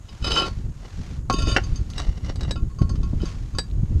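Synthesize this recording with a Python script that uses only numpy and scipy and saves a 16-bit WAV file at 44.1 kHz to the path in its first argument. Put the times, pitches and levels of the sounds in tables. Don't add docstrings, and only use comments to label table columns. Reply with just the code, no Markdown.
import sys
import numpy as np
from scipy import signal
from scipy.fft import rfft, irfft
from scipy.io import wavfile
from scipy.ndimage import uniform_filter1d, map_coordinates

SR = 44100
rng = np.random.default_rng(int(sys.argv[2]) if len(sys.argv) > 2 else 0)


def wav_out(sig):
    wavfile.write(sys.argv[1], SR, np.round(np.clip(np.atleast_2d(sig).T, -1, 1) * 32767).astype(np.int16))


N = 176400

# f/Hz, t60/s, then level/dB when touched on its end, face, edge, corner
OFFCUT_MODES = [(1093, 0.26, 5, -14.5, 1, 0.5), (1337, 0.042, 2, -1, 1.5, -7),
                (1376, 0.3, -6, -9.5, 1, -7.5), (2560, 0.17, -9.5, -4.5, 0.5, -15),
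                (2960, 0.045, -15.5, 6, 7.5, -22), (3041, 0.12, -10.5, 3.5, -5.5, -10.5),
                (3650, 0.09, -10, -11, 6.5, -16), (3880, 0.13, -42, 0.5, -27, -33),
                (4450, 0.38, -15, -11, -27, -5), (4686, 0.087, -2, -0.5, 8, -3),
                (5050, 0.062, -11.5, 5, -1, -5), (6280, 0.074, -4.5, -6.5, -5, 0.5),
                (6520, 0.11, -12, -27, -1, -6), (7500, 0.042, -33, -9.5, -7, -32),
                (8270, 0.056, -25, -16, -10, -9), (9470, 0.079, -36, -25, -10, -32),
                (10590, .09, -40, -20, -33, -23.5)]
# t/s, ring/dB, clack/dB, treble tilt/dB per octave, place touched
OFFCUT_TAPS = [(.086, -45.5, -57, -1.5, "face"), (.243, -25, -41.5, 0.5, "face"),
               (.317, -21, -30, 0, "face"), (.362, -21, -38, -16.5, "face"),
               (0.421, -25.5, -27.5, -9, "face"), (1.2985, -21.5, -19.5, -2.5, "end"),
               (1.3263, -33, -44, 11, "end"), (1.3371, -29, -37, 0.5, "edge"), (1.42, -35, -42, 5.5, "end"),
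               (1.4705, -41, -35, 0, "end"), (1.6375, -40, -60, 6.5, "end"),
               (1.7584, -39.5, -58, 10, "end"), (1.9003, -46.5, -45.5, 4, "corner"),
               (2.557, -39, -37.5, -5.5, "edge"), (2.699, -52.5, -64, -4, "corner"),
               (2.786, -38, -51, -2.5, "corner"), (2.818, -42.5, -34.5, -1.5, "corner"),
               (2.893, -39.5, -41, 0, "corner"), (2.955, -53.5, -44, -1, "face"),
               (3.0308, -43, -47, 1, "end"), (3.202, -46, -54, -6, "face"),
               (3.217, -44.5, -54, 4.5, "face"), (3.255, -39.5, -55, 4.5, "end"),
               (3.5498, -42.5, -63, 1.5, "end")]
# t/s, level/dB
DRAG_LEVELS = [(.21, -58), (.238, -31), (.247, -28), (.33, -28), (.38, -22.5), (.425, -32.5), (.44, -43),
               (.472, -38), (.5, -86)]
# t/s, level/dB
GRIND_LEVELS = [(.228, -79), (.246, -32), (.35, -33), (.41, -29), (.44, -35.5), (.477, -29), (.52, -58)]
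# t/s, level/dB
SLIDE_LEVELS = [(1.325, -59), (1.345, -46), (1.378, -30.5), (1.455, -39), (1.482, -27), (1.55, -33),
                (1.575, -56), (1.75, -65)]
# f/Hz, level/dB
CLACK_COLOUR = [(100, -3), (330, 10), (620, 2.5), (2800, -10.5), (4500, -5.5), (6500, -12), (9000, -23.5),
                (14000, -41)]
# f/Hz, t60/s, level/dB
BROAD_TILE_MODES = [(793, 0.043, -2.5), (1402, 0.044, 1), (1520, .06, -1), (1797, 0.031, -1),
                    (1898, 0.015, 11), (2144, 0.021, 4), (2760, 0.029, 7), (2990, 0.031, 3.5),
                    (5564, 0.082, -6.5)]
# t/s, level/dB, treble tilt/dB per octave
KNOCKS = [(1.5638, -16.5, -2.5), (1.5668, -17, -2.5), (1.5712, -24, -2.5), (1.583, -25.5, -6.5)]
# f/Hz, t60/s, then level/dB when touched on its side, on a corner
SHARD_MODES = [(1694, 0.081, -3, 0), (3877, 0.13, 4, 0.5), (4718, 0.11, -10, 5), (5220, 0.026, 1, -6),
               (7980, 0.077, -8.5, -2), (10130, 0.042, -27, -14.5)]
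# t/s, ring/dB, clack/dB, treble tilt/dB per octave, place touched
SHARD_TAPS = [(1.98, -32, -38, 2.5, "side"), (2.357, -47.5, -41, 1, "corner"),
              (2.408, -42, -37.5, 0, "side"), (2.432, -41, -40.5, 0, "side"),
              (2.509, -29, -29.5, 1, "side"), (3.585, -23.5, -26.5, 1.5, "corner")]
# t/s, level/dB, width/s, centre f/Hz
SCUFFS = [(.385, -32, 0.039, 1160), (0.853, -43, 0.019, 1090), (1.999, -32, 0.023, 3160),
          (2.075, -45.5, 0.06, 2520), (2.178, -45.5, 0.0077, 2500), (2.258, -40, .016, 3560),
          (2.301, -29.5, 0.0092, 1030), (2.439, -37.5, 0.032, 910), (2.494, -38, 0.0053, 2200)]
# t/s, level/dB
CRUMB_DROPS = [(1.936, -37), (3.687, -52), (3.701, -45), (3.713, -43)]
# f/Hz, level/dB; and its fade time
CRUMB_COLOUR, CRUMB_FADE_S = [(1200, -21), (3800, 9), (11000, -31)], 0.00093
# t/s, level/dB
RUB_LEVELS = [(0, -63.5), (.13, -51.5), (.55, -52), (.71, -61.5), (.8, -55), (1.04, -48.5), (1.16, -51),
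              (1.23, -65), (1.66, -49), (1.87, -55.5), (2.74, -62), (3.18, -54.5), (3.28, -43.5),
              (3.38, -53), (3.72, -60.5), (4, -57)]
# f/Hz, level/dB
RUB_COLOUR = [(400, 5), (1200, 2.5), (2500, -1), (6000, -3.5), (10000, -20.5), (14000, -35)]
# t/s, level/dB
WIND_LEVELS = [(0, -34.5), (.17, -39), (.26, -24), (.45, -34), (.62, -24), (.9, -36), (1.05, -22.5),
               (1.27, -31), (1.34, -17), (1.68, -25), (1.78, -22), (2.2, -28.5), (2.42, -24), (2.68, -23.5),
               (2.75, -36.5), (2.82, -20.5), (3.25, -23.5), (3.49, -30.5), (3.84, -22), (4, -19)]
# f/Hz, level/dB
WIND_COLOUR = [(8, -20.5), (25, 0.5), (55, 0), (120, -6), (200, -15.5), (320, -25), (1000, -56.5),
               (6000, -87)]
# t/s, pulse/dB, pulse width/s, swirl/dB
EDDIES = [(1.343, -13, 0.0059, -27), (1.48, -11, 0.0046, -25.5), (2.8174, -4, 0.0022, -28),
          (3.136, -14.5, 0.0015, -31), (3.236, -16.5, 0.001, -30), (3.835, -10, 0.002, -37.5)]
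# f/Hz, level/dB
AIR_COLOUR = [(1200, -2.5), (4500, -29), (5700, -27), (6500, -4.5), (8000, -14), (14000, -26.5)]

CONTACT_S, CLACK_T60_S = 0.00041, 0.052
GRIP_T60_SCALE, DRAG_T60_SCALE = 0.62, 0.55
CHATTER_PER_S, CHATTER_FADE_S, CHATTER_DB = 900, 0.016, -3
BEND_SHARE, BEND_HZ = .002, 40
FINE_GRAINS_PER_S, COARSE_GRAINS_PER_S, GRAIN_SPREAD_DB = 2500, 1000, 1.5
STICK_SLIP_HZ, STICK_SLIP_DB = 88, 3.5
SLIDE_GRIT_DB, KNOCK_CLACK_DB, SCUFF_RING_DB, AIR_DB = -4.5, -3.5, -10.5, -60
LUMP_HZ, LUMP_DB, FLUTTER_DB, FLUTTER_FROM_HZ = 23.5, 4.5, 3, 103
SWIRL_BAND_HZ, SWIRL_S = (172, 400), 0.0084
ECHO_DELAY_S, ECHO_T60_S, ECHO_DB = .003, 0.13, -15


def offcut():
    hz, t60, *columns = np.transpose(OFFCUT_MODES)
    mode_db = dict(zip(("end", "face", "edge", "corner"), columns))
    face_grit = grit(FINE_GRAINS_PER_S)
    edge_grit = grit(COARSE_GRAINS_PER_S) * level(SLIDE_LEVELS)
    out = scrape(face_grit * level(DRAG_LEVELS), hz, t60 * DRAG_T60_SCALE, mode_db["face"])
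    out += colour(face_grit, CLACK_COLOUR, tilt_db=-1.0) * level(GRIND_LEVELS)
    out += scrape(edge_grit, hz, t60, mode_db["edge"])
    out += amp(SLIDE_GRIT_DB) * through(edge_grit, clack(tilt_db=-1.0))
    for s, ring_db, clack_db, tilt_db, contact in OFFCUT_TAPS:
        loose = contact == "end"
        note = ring(hz, t60 * (1 if loose else GRIP_T60_SCALE), mode_db[contact], tilt_db)
        add(out, s, amp(ring_db) * (note if loose else chatter(note)))
        add(out, s, amp(clack_db) * clack(tilt_db))
    return out


def broad_tile():
    out = np.zeros(N)
    for s, db, tilt_db in KNOCKS:
        add(out, s, amp(db) * ring(*np.transpose(BROAD_TILE_MODES), tilt_db))
        add(out, s, amp(db + KNOCK_CLACK_DB) * clack(tilt_db))
    return out


def shard():
    hz, t60, side_db, corner_db = np.transpose(SHARD_MODES)
    out = np.zeros(N)
    for s, ring_db, clack_db, tilt_db, contact in SHARD_TAPS:
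        mode_db = corner_db if contact == "corner" else side_db
        add(out, s, amp(ring_db) * ring(hz, t60, mode_db, tilt_db))
        add(out, s, amp(clack_db) * clack(tilt_db))
    return out


def ring(hz, t60, db, tilt_db=0):
    t = np.arange(SR // 2) / SR
    gains = amp(db + tilt_db * np.log2(hz / hz[0])) * rng.choice([-1, 1], len(hz))
    tones = amp(-60 * t / t60[:, None]) * np.sin(2 * np.pi * hz[:, None] * t)
    return struck(gains @ tones)


def clack(tilt_db):
    t = np.arange(SR // 5) / SR
    noise = colour(rng.standard_normal(len(t)), CLACK_COLOUR, tilt_db)
    return struck(noise * amp(-60 * t / CLACK_T60_S))


def struck(x):
    t = np.arange(len(x)) / SR
    x = x * (1 - np.exp(-(t / CONTACT_S) ** 2))
    return x / np.sqrt(np.mean(x[:SR // 100] ** 2) + 1e-20)


def chatter(note):
    t = np.arange(SR // 20) / SR
    touches = rng.standard_normal(len(t)) * (rng.random(len(t)) < CHATTER_PER_S / SR)
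    touches *= amp(CHATTER_DB) * np.exp(-t / CHATTER_FADE_S)
    rattled = note + signal.fftconvolve(note, touches)[:len(note)]
    return rattled * np.linalg.norm(note) / np.linalg.norm(rattled)


def grit(per_s):
    sizes = amp(GRAIN_SPREAD_DB * np.minimum(rng.exponential(1, N), 4))
    grains = sizes * rng.choice([-1, 1], N) * (rng.random(N) < per_s / SR)
    grains *= amp(STICK_SLIP_DB * wander(STICK_SLIP_HZ))
    local_power = abs(uniform_filter1d(grains ** 2, SR // 30))
    return grains / np.sqrt(local_power + 1e-6)


def scrape(friction, hz, t60, db):
    bent_positions = np.arange(N) + np.cumsum(BEND_SHARE * wander(BEND_HZ))
    ringing = through(friction, ring(hz, t60, db))
    return map_coordinates(ringing, [bent_positions], order=3)


def scuffs(band_ratio=4.6):
    t = np.arange(N) / SR
    grains = grit(COARSE_GRAINS_PER_S)
    roof = colour(grains, CLACK_COLOUR, tilt_db=-1.0)
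    tile = through(grains, ring(*np.transpose(BROAD_TILE_MODES), tilt_db=7.5))
    crunch = unit(roof + amp(SCUFF_RING_DB) * tile)
    out = np.zeros(N)
    for s, db, width, hz in SCUFFS:
        shove = amp(db) * np.exp(-abs(t - s) / width)
        out += shove * band(crunch, hz / band_ratio, hz * band_ratio)
    return out


def crumbs():
    out, t = np.zeros(N), np.arange(SR // 20) / SR
    for s, db in CRUMB_DROPS:
        tick = colour(rng.standard_normal(len(t)), CRUMB_COLOUR) * np.exp(-t / CRUMB_FADE_S)
        add(out, s, amp(db) * tick)
    return out


def gloves():
    return colour(grit(FINE_GRAINS_PER_S) + rng.standard_normal(N), RUB_COLOUR) * level(RUB_LEVELS)


def roof_echo(x):
    t = np.arange(SR // 3) / SR
    echoes = rng.standard_normal(len(t)) * (rng.random(len(t)) < 1 / 10)
    fade = (t > ECHO_DELAY_S) * amp(-60 * t / ECHO_T60_S)
    return amp(ECHO_DB) * through(x, echoes * fade)


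def wind():
    rumble = colour(rng.standard_normal(N), WIND_COLOUR)
    deep = signal.sosfiltfilt(signal.butter(2, FLUTTER_FROM_HZ, fs=SR, output="sos"), rumble)
    upper = rumble - deep
    lumps = wander(LUMP_HZ)
    out = unit(deep * amp(LUMP_DB * lumps) + upper * amp(FLUTTER_DB * lumps)) * level(WIND_LEVELS)
    swirl = band(rng.standard_normal(N), *SWIRL_BAND_HZ, order=2)
    for s, pulse_db, width, swirl_db in EDDIES:
        t = np.arange(N) / SR - s
        out += amp(pulse_db) * (1 - (t / width) ** 2) * np.exp(-(t / width) ** 2 / 2)
        out += amp(swirl_db) * swirl * np.exp(-(t / SWIRL_S) ** 2)
    return out


def air():
    return amp(AIR_DB) * colour(rng.standard_normal(N), AIR_COLOUR)


def amp(db):
    return 10 ** (np.asarray(db) / 20)


def unit(x):
    return x / np.sqrt(np.mean(x ** 2) + 1e-20)


def level(points):
    s, db = np.transpose(points)
    return amp(np.interp(np.arange(N) / SR, s, db, left=-150, right=-150))


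def colour(x, points, tilt_db=0):
    hz, db = np.transpose(points)
    octave = np.log2(np.fft.rfftfreq(len(x), 1 / SR) + 1)
    slope_db = tilt_db * np.maximum(octave - np.log2(500), 0)
    gain = amp(np.interp(octave, np.log2(hz), db) + slope_db)
    return unit(irfft(rfft(x) * gain, len(x)))


def band(x, low_hz, high_hz, order=1):
    edges_hz = (low_hz, min(high_hz, SR / 2 - 1))
    return unit(signal.sosfilt(signal.butter(order, edges_hz, "bandpass", fs=SR, output="sos"), x))


def wander(hz):
    f = np.fft.rfftfreq(N, 1 / SR)
    return unit(irfft(rfft(rng.standard_normal(N)) * np.exp(-(f / hz) ** 2), N))


def through(drive, body):
    return signal.fftconvolve(drive, body / np.linalg.norm(body))[:N]


def add(mix, s, sound):
    part = mix[round(s * SR):][:len(sound)]
    part += sound[:len(part)]


def scene():
    tiles = offcut() + shard() + broad_tile() + scuffs() + crumbs() + gloves()
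    return (tiles + roof_echo(tiles) + wind() + air())[None]


def record(dry):
    low_pass = signal.firwin(511, 14300, window=("kaiser", 9), fs=SR)
    return signal.oaconvolve(dry, low_pass[None], "same")


dry = scene()
out = record(dry)
wav_out(out)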